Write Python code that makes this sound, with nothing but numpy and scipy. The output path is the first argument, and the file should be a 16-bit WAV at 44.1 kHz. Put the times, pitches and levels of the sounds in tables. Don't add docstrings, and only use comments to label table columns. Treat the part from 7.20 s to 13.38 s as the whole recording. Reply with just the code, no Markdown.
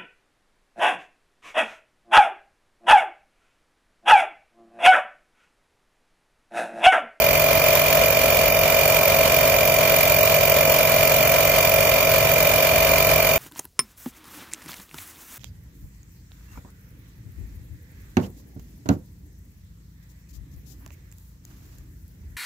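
import sys
import numpy as np
from scipy import signal
from scipy.fft import rfft, irfft, next_fast_len
from scipy.io import wavfile
from scipy.ndimage import uniform_filter1d

SR = 44100
rng = np.random.default_rng(int(sys.argv[2]) if len(sys.argv) > 2 else 0)


def field_ratio(decibels):
    return 10 ** (np.asarray(decibels, dtype=float) / 20)


def wav_out(sig):
    wavfile.write(sys.argv[1], SR, np.round(np.clip(np.atleast_2d(sig).T, -1, 1) * 32767).astype(np.int16))


N = 272524
SIZE = next_fast_len(N)


def evened(x):
    return x / np.sqrt(np.mean(x ** 2) + 1e-20)


def read(points, hz):
    point_hz, value = np.transpose(points)
    return np.interp(np.log(hz + 1), np.log(point_hz + 1), value)


def over_time(rows):
    start_s, value = np.transpose(rows)
    return np.interp(np.arange(N) / SR, start_s, value)


def wander(hz):
    z = rfft(rng.standard_normal(SIZE))
    lowpass = 1 / (1 + (np.fft.rfftfreq(SIZE, 1 / SR) / hz) ** 4)
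    return evened(irfft(z * lowpass, SIZE)[:N])


def tone(turns, level_db, left_right_db, lead_rad):
    angle = 2 * np.pi * turns + np.array([[-lead_rad / 2], [lead_rad / 2]])
    balance = field_ratio([[left_right_db / 2], [-left_right_db / 2]])
    return np.sqrt(2) * field_ratio(level_db) * balance * np.cos(angle)


# freq_hz, likeness [0-1]
SAME = [(60, 0.99), (300, 0.9), (600, 0.88), (900, 0.24), (1700, 0.68), (2400, 0.32), (3300, 0.12),
        (8000, 0.17), (9500, 0.5), (11500, .1), (13300, 1), (15500, .4)]
# freq_hz, left_right_db
BALANCE_DB = [(60, 5), (270, -15), (450, 5), (700, 3), (900, -5.5), (1150, 4.5), (1500, -3.5), (2400, -3.5),
              (3400, 1.5), (8800, -2), (9400, -2), (11200, -5), (13000, -6), (15500, -5)]
# freq_hz, lead_rad
LEAD = [(0, 0), (650, 0.7), (900, -1.2), (1800, -0.37), (2400, 0.87), (16000, -130)]
# freq_hz, width_hz, depth [0-1]
GROUND_DIPS = [(3450, 67, 0.25), (3932, 64, 1), (4120, 58, 0.2), (4980, 210, 0.46), (7850, 230, 0.28),
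               (8630, 210, 0.27)]


def heard(a, b, points, rings):
    hz = np.fft.rfftfreq(SIZE, 1 / SR)
    power = field_ratio(2 * read(points, hz))
    for freq_hz, width_hz, level_db in rings:
        power = power + field_ratio(2 * level_db) / (1 + (2 * (hz - freq_hz) / width_hz) ** 2) ** 2
    for freq_hz, width_hz, depth in GROUND_DIPS:
        dip = np.clip(depth, 0, 0.95) / (1 + (2 * (hz - freq_hz) / width_hz) ** 2)
        power = power * (1 - dip) ** 2
    same = np.clip(read(SAME, hz), 0, 1)
    lead_rad = np.interp(hz, *np.transpose(LEAD))
    left = rfft(a, SIZE)
    right = same * left * np.exp(1j * lead_rad) + np.sqrt(1 - same ** 2) * rfft(b, SIZE)
    tilt = field_ratio(read(BALANCE_DB, hz) / 2)
    ports = np.array([left * tilt, right / tilt])
    return evened(irfft(np.sqrt(power) * ports, SIZE)[:, :N])


def blown(envelope, points, rings):
    a, b = envelope * rng.standard_normal((2, N))
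    return heard(a, b, points, rings)


# start_s, pitch_hz
IDLE = [(0.15, 151.9), (0.94, 152.7), (1.08, 154.1), (1.67, 151.4), (1.82, 153.3), (3.35, 152.8),
        (3.48, 151.2), (4.57, 151.3), (4.87, 153), (5.42, 153.6), (6.1, 151)]
# pitch_hz, width_hz, level_db [rms]
IDLE_TONES = [(33.8, 2, -57), (53.4, 0.65, -42.5), (73.2, 2.2, -45.5), (107.1, 2.7, -41), (128, 2.6, -43.5)]


def idling():
    idle_db, misfire_db, misfire_hz = -35, 1.5, 8.7
    level = field_ratio(idle_db + misfire_db * wander(misfire_hz))
    engine = np.sqrt(2) * level * np.cos(2 * np.pi * np.cumsum(over_time(IDLE)) / SR)
    t_s = np.arange(N) / SR
    for pitch_hz, width_hz, level_db in IDLE_TONES:
        angle = 2 * np.pi * pitch_hz * t_s
        fuzzy = wander(width_hz) * np.cos(angle) + wander(width_hz) * np.sin(angle)
        engine = engine + field_ratio(level_db) * fuzzy
    return engine * field_ratio([[-0.6], [0.6]])


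# freq_hz, level_db [per Hz]
ROAR = [(25, -34), (55, -14), (120, -15), (200, -21.5), (370, -25), (480, -16), (800, -19), (1100, -15),
        (1500, -19.5), (3000, -19), (5000, -22.5), (7000, -26), (8900, -29), (15500, -27)]
# freq_hz, width_hz, level_db
ROAR_RINGS = [(581.3, 85, -3), (641, 137, -6), (997, 75, -13), (2080, 105, -13.5), (2878, 170, -16)]


def roar(crank):
    roar_db, sway_db, sway_hz = -20, 0.67, 16.6
    breath_db = 0.87 * np.cos(2 * np.pi * (crank - 0.1))
    swell = field_ratio(sway_db * wander(sway_hz) + breath_db + 1.02 * wander(68))
    return field_ratio(roar_db) * blown(swell, ROAR, ROAR_RINGS)


GEAR_TEETH, PINION_TEETH, ROTOR_SLOTS = 53, 11, 3


def motor(crank):
    rotor = crank * GEAR_TEETH / PINION_TEETH
    drag_turns = 0.12 * np.sin(2 * np.pi * (crank - 0.17))
    current = 1 + 0.3 * np.cos(2 * np.pi * (crank - 0.15))
    commutator = tone(ROTOR_SLOTS * rotor - drag_turns, -23, 0.51, 0.61)
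    imbalance = tone(rotor, -56, -5, 0)
    return current * field_ratio(0.28 * wander(13)) * commutator + imbalance


# level_db [rms], left_right_db
MESH = [(-44.5, -17), (-72, -7), (-88, 6), (-74, 2), (-42, -10.5), (-39.5, -1), (-31.5, -1), (-30.5, -2),
        (-34.5, -12), (-47, -9), (-73, -1), (-65, 10), (-44.5, -3)]


def gear(crank):
    skew_turns = 0.01
    loaded = crank + 0.048 + 0.0033 * wander(22)
    mesh = GEAR_TEETH * crank + 0.017 * wander(30)
    first = 0
    for side, (level_db, left_right_db) in zip(range(-7, 6), MESH):
        turns = mesh + side * loaded - skew_turns * side ** 2
        first = first + tone(turns, level_db, left_right_db, 0.79)
    burst = np.exp(1.3 * (np.cos(2 * np.pi * loaded) - 1))
    second = burst * tone(2 * mesh - crank, -31.5, -1.4, 2.27)
    return field_ratio(1.1 * wander(31)) * (first + second)


# level_db [rms], left_right_db
THUMP = [(-45, -1), (-40, -0.5), (-69, -1), (-78, -5), (-44.5, 0), (-46, -1), (-50.5, 6), (-58.5, 4),
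         (-38, 5.5), (-42, 8.5), (-39, 3), (-31.5, 0.5), (-43, 15), (-37.5, -2), (-40, -6), (-40, -9),
         (-56, -27), (-47, -2), (-48.5, -14), (-50.5, -9), (-46, -11.5), (-54, -2), (-47, 12), (-49.5, 18),
         (-56, 13), (-63, 6), (-64, -7), (-48.5, 1), (-47.5, -9), (-48, -18)]


def thump(crank):
    turn = np.linspace(0, 1, num=4097)
    cycle = 0
    for k, (level_db, left_right_db) in enumerate(THUMP, start=1):
        offset = scatter = rng.random()
        if k < 13:
            offset = 0.57 - 0.105 * k + 0.4 * (scatter - 0.5) * (k < 9)
        lead_rad = 0.037 * k * (k < 17)
        cycle = cycle + tone(k * turn + offset, level_db, left_right_db, lead_rad)
    shaky = (crank + 0.00095 * wander(30)) % 1
    return np.array([np.interp(shaky, turn, port) for port in cycle])


def puff(crank, opens, rise, fall, spread_db, jitter):
    stroke = np.floor(crank + 0.27).astype(int)
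    chance = rng.standard_normal((stroke.max() + 1, 2))[stroke]
    since = (crank + 0.407) % 1 - 0.4 - opens - jitter * chance[:, 1]
    attack = np.exp(-(since / rise) ** 2)
    decay = np.exp(-np.abs(since) / fall)
    return np.where(since < 0, attack, decay) * field_ratio(spread_db * chance[:, 0])


# freq_hz, level_db [per Hz]
AIR = [(700, -56), (1500, -18), (3000, -9.5), (5000, -11.5), (7000, -9.5), (8900, -24), (9800, -9),
       (11200, -29.5), (12300, -4), (13100, -20), (14000, 1), (15000, -11), (15550, -8)]
# freq_hz, width_hz, level_db
AIR_RINGS = [(4770, 250, -14), (6880, 300, -9), (9430, 350, -5), (11800, 300, -17), (13350, 270, -1),
             (14600, 340, 3.5)]
# freq_hz, level_db [per Hz]
SPIT = [(2500, -40), (5000, -17.5), (9000, -24), (12000, -19.5), (14000, -16), (15500, -10), (16500, -12)]
# freq_hz, width_hz, level_db
SPIT_RINGS = [(9350, 330, -15), (13530, 300, -4.5), (14750, 570, 0.5)]


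def valve(crank):
    air_db, spit_db, sway_db, sway_hz = -22.5, -23.5, 0.4, 1.3
    grit = field_ratio(sway_db * wander(sway_hz) + 2.0 * wander(500))
    leak = 0.25
    gust = grit * (leak + puff(crank, -0.13, 0.067, 0.34, 0.8, 0.022))
    opening = puff(crank, -0.055, 0.018, 0.067, 1.3, 0.013)
    rebound = 0.58 * puff(crank, 0.053, 0.02, 0.05, 3.4, 0.012)
    spit = grit * (opening + rebound)
    air = field_ratio(air_db) * blown(gust, AIR, AIR_RINGS)
    return air + field_ratio(spit_db) * blown(spit, SPIT, SPIT_RINGS)


# start_s, rate_hz [strokes per s]
SPEED = [(0.0, 45.323), (0.687, 45.315), (1.373, 45.18), (2.06, 45.158), (2.747, 44.968), (3.433, 45.113),
         (4.12, 45.089), (4.807, 45.098), (5.493, 45.102), (6.18, 45.053)]


def scene():
    start_turn = 0.929
    crank = start_turn + np.cumsum(over_time(SPEED)) / SR
    return idling() + roar(crank) + motor(crank) + gear(crank) + thump(crank) + valve(crank)


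# freq_hz, level_db [re mean line level of the wide band]
MASK = [(2400, -33), (3200, -7.5), (4200, -3), (6000, -10.5), (8500, -1.5), (11000, -3.5), (12500, -12),
        (14000, -25)]


def thinned(x):
    hole_db, hole_spread_db = -5.5, 2.5
    hz, _, z = signal.stft(x, SR, window="cosine", nperseg=2048, noverlap=1024)
    frames = z.shape[2]
    mask_db = read(MASK, hz)[:, None]
    power = abs(z) ** 2
    wide = uniform_filter1d(power.mean((0, 2)), size=60)[:, None]
    shift = 4.2 * rng.standard_normal((frames, 129))
    shift_db = np.repeat(shift, repeats=8, axis=1)[:, :len(hz)].T
    limit = wide * field_ratio(2 * (mask_db + shift_db))
    kept = power ** 4 / (power ** 4 + limit ** 4 + 1e-60)
    band = uniform_filter1d(power.mean(0), size=10, axis=0)
    band = uniform_filter1d(band, size=2, axis=1)
    mood = evened(uniform_filter1d(rng.standard_normal((frames, 65)), size=3, axis=0))
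    mood_db = hole_spread_db * np.repeat(mood, repeats=16, axis=1)[:, :len(hz)].T
    floor_db = hole_db + mood_db + np.minimum(mask_db + 6, 0)
    around = uniform_filter1d(wide, size=40, axis=0) * field_ratio(2 * floor_db)
    kept = kept * band ** 6 / (band ** 6 + around ** 6 + 1e-90)
    return signal.istft(z * kept, SR, window="cosine", nperseg=2048, noverlap=1024)[1][:, :N]


def roll_off(x):
    return signal.sosfilt(signal.butter(12, 16710, fs=SR, output="sos"), x)


def record(dry):
    edge_hz, knee, headroom = 15560, 0.6, 0.33
    edge = signal.firwin(801, edge_hz, window=("kaiser", 9), fs=SR)[None]
    x = signal.oaconvolve(thinned(dry), edge, "same")
    over = np.maximum(abs(x) - knee, 0)
    x = x - np.sign(x) * (over - headroom * np.tanh(over / headroom))
    x = signal.oaconvolve(x, edge, "same")
    return roll_off(x)


dry = scene()
out = record(dry)
wav_out(out)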